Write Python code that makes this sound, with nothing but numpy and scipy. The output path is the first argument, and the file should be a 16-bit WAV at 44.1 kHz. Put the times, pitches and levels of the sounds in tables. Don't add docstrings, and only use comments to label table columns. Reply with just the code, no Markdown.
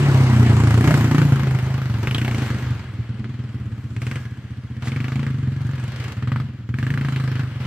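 import sys
import numpy as np
from scipy import signal
from scipy.io import wavfile
from scipy.ndimage import uniform_filter1d, map_coordinates

SR = 44100
rng = np.random.default_rng(int(sys.argv[2]) if len(sys.argv) > 2 else 0)


def dump(signal):
    limited = np.clip(np.atleast_2d(signal).T, -1, 1)
    pcm = np.round(limited * 32767).astype(np.int16)
    wavfile.write(sys.argv[1], SR, pcm)


def voltage_ratio(decibels):
    exponent = np.asarray(decibels, float) / 20
    return 10 ** exponent


N = 337806
TIME = np.arange(N) / SR
LEAD = SR // 10


def in_time(rows):
    s, *columns = np.transpose(rows)
    return [np.interp(TIME, s, column) for column in columns]


def at_hz(points, hz):
    table_hz, value = np.array(points).T[:2]
    return np.interp(np.log(hz), np.log(table_hz), value)


def rms_one(x):
    return x / np.sqrt(np.mean(x ** 2) + 1e-20)


def drift(rate):
    r = np.exp(-80 * np.pi * rate / SR)
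    chance = rng.standard_normal(N // 40 + 2002)
    slow = signal.lfilter([1], [1, -2 * r, r * r], chance)[2000:]
    return np.interp(np.arange(N) / 40, np.arange(len(slow)), rms_one(slow))


def ring(x, hz, t60):
    r, w = voltage_ratio(-60 / (t60 * SR)), 2 * np.pi * hz / SR
    return signal.lfilter([1, -r * np.cos(w)], [1, -2 * r * np.cos(w), r * r], x + 1e-18)


# t/s, speed the engine then heads for [firings per s]
THROTTLE = [(-0.1, 30.16), (0.25, 27.3), (0.7, 34.55), (0.83, 28.02), (1.29, 23.96), (1.59, 27.96),
            (1.79, 18.0), (2.01, 37.28), (2.28, 16.55), (2.48, 27.78), (2.64, 17.53), (3.05, 21.14),
            (3.41, 14.89), (3.92, 27.99), (4.16, 8.63), (4.37, 15.51), (4.75, 29.92), (5.25, 17.1),
            (5.47, 25.73), (5.69, 14.77), (6.17, 31.94), (6.39, 12.64), (6.55, 19.73), (6.72, 35.01),
            (6.93, 24.85), (7.47, 15.8)]


def crank():
    flywheel_s, start_per_s, start_count = .25, 38.84, 1.28
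    s, heading = np.transpose(THROTTLE)
    aim = heading[np.searchsorted(s[1:], np.arange(-LEAD, N) / SR)]
    keep = np.exp(-1 / (flywheel_s * SR))
    per_s = signal.lfilter([1 - keep], [1, -keep], aim, zi=[keep * start_per_s])[0]
    turns = start_count + np.cumsum(per_s) / SR
    fired = np.flatnonzero(np.diff(np.floor(turns)))
    return fired - LEAD, per_s[fired]


# t/s, boom level change/dB, crack level change/dB
ODD_FIRINGS = [(0.115, -4, -3), (1.009, -0.5, 12), (1.08, -6.5, -25), (1.18, -2, 2), (1.288, -3, 0),
               (1.323, 4.5, 15.5), (1.586, -5, 17), (2.147, -1.5, 6), (2.311, 0, -4), (2.463, -6, -6),
               (2.504, -1, 8), (2.583, -5, 4), (2.707, 4, 5), (2.795, -1.5, 9), (2.989, 8, -11),
               (3.041, -7, -17), (3.093, 8, 1), (3.244, 0, 13), (3.842, -0.5, 1), (4.202, -2.5, -11),
               (4.253, -0.5, 12), (4.82, 1.5, 8), (4.87, -2, 3), (5.043, 0.5, 2.5), (6.36, -2, -3),
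               (6.441, -0.5, -3), (6.64, -3, -13), (7.201, -2, -5.5)]


def odd_firings(fired):
    change = np.zeros((2, len(fired)))
    for s, boom_db, crack_db in ODD_FIRINGS:
        change[:, np.argmin(abs(fired - s * SR))] = boom_db, crack_db
    return change


EASED_CRACK_DB = -15.5
# start t/s, length/s, boom lift level/dB, rasp lift level/dB, crack over rasp level/dB
PULLS = [(0.577, 0.3, -1, 0.5, -0.5), (0.861, 0.09, 3, 5, 3.5), (1.062, 0.15, 4.5, 2, 7.5),
         (1.36, 0.19, 0.5, -2.5, 1), (1.73, 0.2, 1.5, 0, 1), (2.043, .14, 3, 3.5, 11),
         (2.2, .14, -2, 3.5, 7.5), (2.37, 0.08, 3.5, 5, -3), (3.936, .04, 3, 5, 12.5),
         (3.186, 0.25, 4.5, 3, -4), (3.414, 0.4, 3, 4, -10), (4.022, .13, 4.5, 11.5, 11.5),
         (4.752, .1, 5, 2.5, -5), (4.837, .45, 9.5, 12, 7.5), (5.35, 0.31, 10, 6.5, -3),
         (5.692, 0.13, 6.5, 5.5, 7), (6.184, 0.068, 7.5, 10, 6.5), (6.281, 0.11, 11, 12, 17),
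         (6.701, 0.072, 7.5, 4, 20.5), (6.786, 0.22, 11, 13.5, 13), (7.019, 0.19, 11.5, 14.5, 8.5),
         (7.204, 0.206, 11, 14, 3.5), (7.45, 0.14, 4.5, 8.5, -16), (7.614, .2, 12, 13.5, -7)]


def pulls():
    attack_s, release_s, crack_release_s = 0.043, 0.14, 0.045
    start, length, boom_db, rasp_db, crack_db = np.transpose(PULLS)[:, :, None]
    rise = (TIME - start) / attack_s + 1
    left = start + length - TIME
    held = np.clip(np.minimum(rise, 1 + left / release_s), 0, 1)
    sharp = np.clip(np.minimum(rise, 1 + left / crack_release_s), 0, 1)
    lifts = held * boom_db, held * rasp_db, sharp * (crack_db - EASED_CRACK_DB)
    return [np.max(lift, axis=0) for lift in lifts]


# f/Hz, signed height, t60/s
PIPE = [(100, .4, .07), (122, -1.24, .034), (132, 1.14, .066), (296, 1.39, .0163), (319, -.66, .034)]
# t/s, pitch factor
RECEDING = [(0, 1.0), (.5, .93), (.8, .9), (.9, 1.16), (1.0, .92), (1.18, 1.14), (1.35, .97), (1.6, .95),
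            (2.8, .91), (3.3, 1.0), (7.66, 1.0)]


def boom(fired, per_s, level_db, upper_db, uneven_db):
    echo_s, puff_hz, early_s = .0087, 245, .0015
    idle_full = [17, 25]
    size = SR // 8
    out, t = np.zeros(LEAD + N + size), np.arange(size) / SR
    hz, height, t60 = np.transpose(PIPE)[:, :, None]
    tune = np.interp(per_s, idle_full, [.88, 1])
    tune *= np.interp(fired / SR, *np.transpose(RECEDING))
    tune *= 1 + .018 * rng.standard_normal(len(fired))
    echo_db = np.interp(per_s, idle_full, [3.5, -4.5])
    chance = uneven_db * rng.standard_normal((len(fired), 3))
    for k, at in enumerate(np.maximum(fired + LEAD - round(early_s * SR), 0)):
        gain = height * voltage_ratio((upper_db[k] + chance[k, 2]) * (hz > 180))
        modes = gain * voltage_ratio(-60 * t / t60) * np.cos(2 * np.pi * hz * tune[k] * t)
        puff = -np.sum(modes, axis=0)
        lag = round(echo_s / tune[k] * SR)
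        puff[lag:] += voltage_ratio(echo_db[k] + chance[k, 0]) * puff[:-lag]
        energy = np.sum(puff ** 2) * per_s[k] / SR
        out[at:at + size] += voltage_ratio(level_db[k] + chance[k, 1]) * puff / np.sqrt(energy)
    out = signal.sosfilt(signal.butter(4, puff_hz, fs=SR, output="sos"), out)
    return signal.sosfilt(signal.butter(2, 50, "high", fs=SR, output="sos"), out)[:LEAD + N]


def cracks(fired, level_db, centre_hz, decay_s, width_hz, wide_db):
    shock, dip_db = 5, -4
    size = 500
    out, shape = np.zeros(N + size), np.arange(size) / SR / decay_s
    shape = shape * np.exp(-shape)
    r = np.exp(-np.pi * width_hz / SR)
    chance = rng.standard_normal((len(fired), 2))
    noise = rng.standard_normal((len(fired), size)) * shape
    noise[:, 8] -= shock
    for k in np.flatnonzero(fired >= 0):
        w = 2 * np.pi * centre_hz[k] * (1 + 0.06 * chance[k, 0]) / SR
        poles = [1, -2 * r * np.cos(w), r * r]
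        burst = rms_one(signal.lfilter([1, 0, -1], np.convolve(poles, poles), noise[k]))
        burst += voltage_ratio(wide_db[k]) * rms_one(noise[k])
        burst -= voltage_ratio(dip_db) * rms_one(shape)
        out[fired[k]:fired[k] + size] += voltage_ratio(level_db[k] + 1.5 * chance[k, 1]) * burst
    return out[:N]


def gate(fired, depth_db, decay_s):
    jumps = np.zeros(N)
    jumps[np.maximum(fired, 0)] = voltage_ratio(2 * depth_db)
    power = 1 + signal.lfilter([1], [1, -np.exp(-1 / (decay_s * SR))], jumps)
    return np.sqrt(power / uniform_filter1d(power, SR // 10))


# f/Hz, left-right likeness [0-1]
LIKENESS = [(100, 1), (500, 1), (1000, 0.92), (2000, 0.68), (4000, 0.05), (10000, 0.39)]
# f/Hz, left minus right level/dB
LEAN = [(60, 0.0), (110, 0.0), (200, 8.5), (380, -2.5), (700, 1.5), (1290, 1.0), (2380, 3), (4400, 0.5),
        (8120, -0.5), (15000, -2)]


def banded_noise(spectrum, patchy_db, count):
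    edges = np.geomspace(spectrum[0][0], min(spectrum[-1][0], .4 * SR), count + 1)
    out, white = 0, rng.standard_normal((2, 2, N))
    for k, (low, high) in enumerate(zip(edges, edges[1:])):
        band = signal.butter(2, [low, high], "band", fs=SR, output="sos")
        mid, side = signal.sosfilt(band, white[k % 2])
        hz = np.sqrt(low * high)
        alike = np.clip(at_hz(LIKENESS, hz), 0, 1)
        gain = voltage_ratio(at_hz(spectrum, hz) + patchy_db * drift(8.5))
        gain = gain * voltage_ratio(at_hz(LEAN, hz) / 2 * np.array([[1], [-1]]))
        out = out + gain * (np.sqrt(1 + alike) * mid + np.sqrt(1 - alike) * side * [[1], [-1]])
    return rms_one(out)


# f/Hz, level/dB per Hz
RASP_NEAR = [(190, -40), (330, 0.5), (493, -15), (726, -9), (1060, -12.5), (1190, -7), (1300, -13.5),
             (1850, -15.5), (6000, -34.5), (7800, -64), (13200, -120)]
# f/Hz, level/dB per Hz
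RASP_FAR = [(190, -24), (330, -2), (452, -4), (684, -10), (1150, -7), (1350, -3.5), (1680, -1.5),
            (2110, -10), (3150, -8), (3650, -12), (4540, -24), (6000, -62), (7800, -58), (13200, -120)]
# t/s, share of the far colour [0-1]
FARNESS = [(0, 0.05), (1.3, 0.24), (2.0, 0.42), (2.9, 0.76), (7.66, 0.97)]


def rasp_noise():
    far = np.clip(in_time(FARNESS)[0], 0, 1)
    near_noise = banded_noise(RASP_NEAR, patchy_db=-1.9, count=12)
    far_noise = banded_noise(RASP_FAR, patchy_db=.9, count=12) + whine()
    return np.sqrt(1 - far) * near_noise + np.sqrt(far) * far_noise


# f/Hz, level/dB per Hz
TOP_HISS = [(2940, -30), (5000, 0), (6260, -2), (8100, -2), (8490, -3), (9620, -12), (11400, -9),
            (13800, -9), (15600, -15)]


def top_hiss():
    return banded_noise(TOP_HISS, patchy_db=2.0, count=18)


# f/Hz, level/dB, t60/s
RUMBLE_MODES = [(72, -7, .08), (110, 0, .1), (185, -3, .05)]


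def rumble():
    shake = rng.standard_normal(N) * voltage_ratio(4.6 * drift(3.3))
    modes = 0
    for hz, db, t60 in RUMBLE_MODES:
        modes = modes + voltage_ratio(db) * rms_one(ring(ring(shake, hz, t60), hz, t60 / 3))
    return rms_one(signal.sosfilt(signal.butter(4, 48, "high", fs=SR, output="sos"), modes))


def insect():
    hz, level_db = 3260, -61
    tone = ring(ring(rng.standard_normal(N), hz, 0.017), hz, 0.0084)
    throb = np.clip(np.sin(2 * np.pi * 21 * TIME + 0.56 * drift(4.7)), 0, 1)
    return voltage_ratio(level_db + 3.0 * drift(0.17)) * rms_one(tone) * throb


def trees(x, t60, cut_hz, alike):
    t = np.arange(SR // 2) / SR
    mid, side = rng.standard_normal((2, len(t))) * voltage_ratio(-60 * t / t60) * np.clip(t / 0.018, 0, 1)
    sides = [mid + (1 - alike) * side, mid - (1 - alike) * side]
    both = signal.lfilter(*signal.butter(1, cut_hz, fs=SR), sides)
    both = both / np.sqrt(np.sum(both ** 2, axis=1, keepdims=True))
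    return signal.fftconvolve(x[None], both, axes=1)[:, :len(x)]


# t/s, lag [samples]
LEFT_LAG = [(0, 5.55), (1.7, 3.3), (3, 1.44), (7.66, 2.4)]


def two_ports(left, right):
    lag, = in_time(LEFT_LAG)
    left = map_coordinates(left, [np.arange(N) - lag], order=3, mode="nearest")
    return np.array([left * voltage_ratio(-.1), right])


def whine():
    hz, level_db = 1660, -13
    sing_s, sing_half_s, sing_db = 4.29, .13, 11
    swell_db = sing_db * np.exp(-((TIME - sing_s) / sing_half_s) ** 4)
    return voltage_ratio(level_db + swell_db + 1.8 * drift(1.2)) * rms_one(ring(rng.standard_normal(N), hz, 0.05))


# t/s, half length/s, level/dB
AFTERBURN = [
    (4.871, 0.024, -37),
]


def afterburn():
    swell = sum(voltage_ratio(db) * np.exp(-((TIME - s) / half) ** 2) for s, half, db in AFTERBURN)
    band = signal.butter(1, [250, 2500], "band", fs=SR, output="sos")
    noise = signal.sosfilt(band, rng.standard_normal(N))
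    return swell * voltage_ratio(4.0 * drift(170)) * rms_one(noise)


# t/s, level/dB
OTHER = [
    (5.5, -78),
    (5.62, -47),
    (5.9, -40),
    (6.05, -36),
    (6.13, -39),
    (6.24, -70),
]


def second_machine():
    start_s, firings, top_per_s = 5.6155, 13, 25
    run_up_s, behind = .0955, .635
    t = np.clip(TIME - start_s, 0, None)
    count = top_per_s * t - behind * (1 - np.exp(-t / run_up_s))
    fired = np.searchsorted(count, np.arange(firings) + 1e-6)
    return fired, np.gradient(count)[fired + 1] * SR, in_time(OTHER)[0]


# t/s, boom level/dB, rasp level/dB
RIDE = [(0, -11.5, -25), (.5, -8.5, -26.5), (1.22, -14, -29.5), (1.4, -16, -31), (1.9, -20.5, -36),
        (2.65, -20.5, -36), (2.9, -29.5, -44.5), (3.7, -28.5, -53.5), (4.3, -26.5, -48.5),
        (4.6, -28.5, -50), (6.2, -29, -52), (6.63, -29, -52), (7.66, -30.5, -50.5)]
# t/s, crack centre f/Hz, upper pipe modes level/dB,
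# top hiss over rasp level/dB
FACING = [(0, 1410, -15.5, -18), (.45, 1360, 0, -16.5), (.72, 1310, -10.5, -16), (.92, 1470, -6, -15),
          (1.15, 1160, 2.5, -16), (1.55, 1400, -24, -16.5), (1.95, 1500, -15, -16.5),
          (2.16, 2810, -9.5, -12.5), (2.42, 2360, -3.5, -13), (2.85, 1600, -23, -17),
          (3.2, 1510, -5, -19.5), (4.1, 2060, -11, -11), (4.4, 1620, -10.5, -15.5), (5.05, 2260, -4.5, -15),
          (5.7, 1560, -12, -16.5), (6.35, 1430, -9, -18), (6.9, 1770, -8.5, -15), (7.66, 1500, -9.5, -16.5)]


def scene():
    coast_db, coast_rasp_db = in_time(RIDE)
    centre_hz, bark_db, top_db = in_time(FACING)
    boom_lift, rasp_lift, crack_lift = pulls()
    boom_db, rasp_db = coast_db + boom_lift, coast_rasp_db + rasp_lift
    fired, per_s = crank()
    other, other_per_s, other_db = second_machine()
    at = np.maximum(fired, 0)
    boom_change, crack_change = odd_firings(fired)
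    shock_db = EASED_CRACK_DB + crack_lift[at] + crack_change

    low = boom(fired, per_s, boom_db[at] + boom_change - 2.5, bark_db[at] + 8, uneven_db=1.4)
    low += boom(other, other_per_s, other_db[other] + 4, bark_db[other], uneven_db=2.0)
    low = (low + voltage_ratio(-24) * trees(low, t60=.3, cut_hz=600, alike=.85))[:, LEAD:]

    sharp = cracks(fired, rasp_db[at] + shock_db - 7.0, centre_hz[at],
                   decay_s=0.001, width_hz=1120, wide_db=top_db[at] - 6)
    sharp += afterburn()
    sharp = sharp + voltage_ratio(-11.0) * trees(sharp, t60=0.049, cut_hz=11000, alike=0.082)

    other_beat = gate(other, 14, decay_s=0.0032)
    rasp_level = voltage_ratio(rasp_db) * gate(fired, .5 * shock_db + 7.5, decay_s=0.0084)
    rasp = np.hypot(rasp_level, voltage_ratio(other_db) * np.sqrt(other_beat)) * rasp_noise()
    top_level = voltage_ratio(rasp_db + top_db) * gate(fired, 0.25 * shock_db + 8.5, decay_s=0.0035)
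    top = np.hypot(top_level, voltage_ratio(other_db - 13) * other_beat) * top_hiss()

    ground = voltage_ratio(coast_db - 14 + .5 * boom_lift) * rumble()
    left, right = low + ground + sharp + rasp + top + insect()
    return two_ports(left, right)


def top_cut(x):
    return signal.sosfilt(signal.butter(12, 15800, fs=SR, output="sos"), x)


def record(dry):
    cut = signal.sosfilt(signal.butter(2, 30, "high", fs=SR, output="sos"), dry)
    cut = signal.sosfilt(signal.cheby2(12, 60, 16100, fs=SR, output="sos"), cut)
    return top_cut(cut)


dry = scene()
out = record(dry)
dump(out)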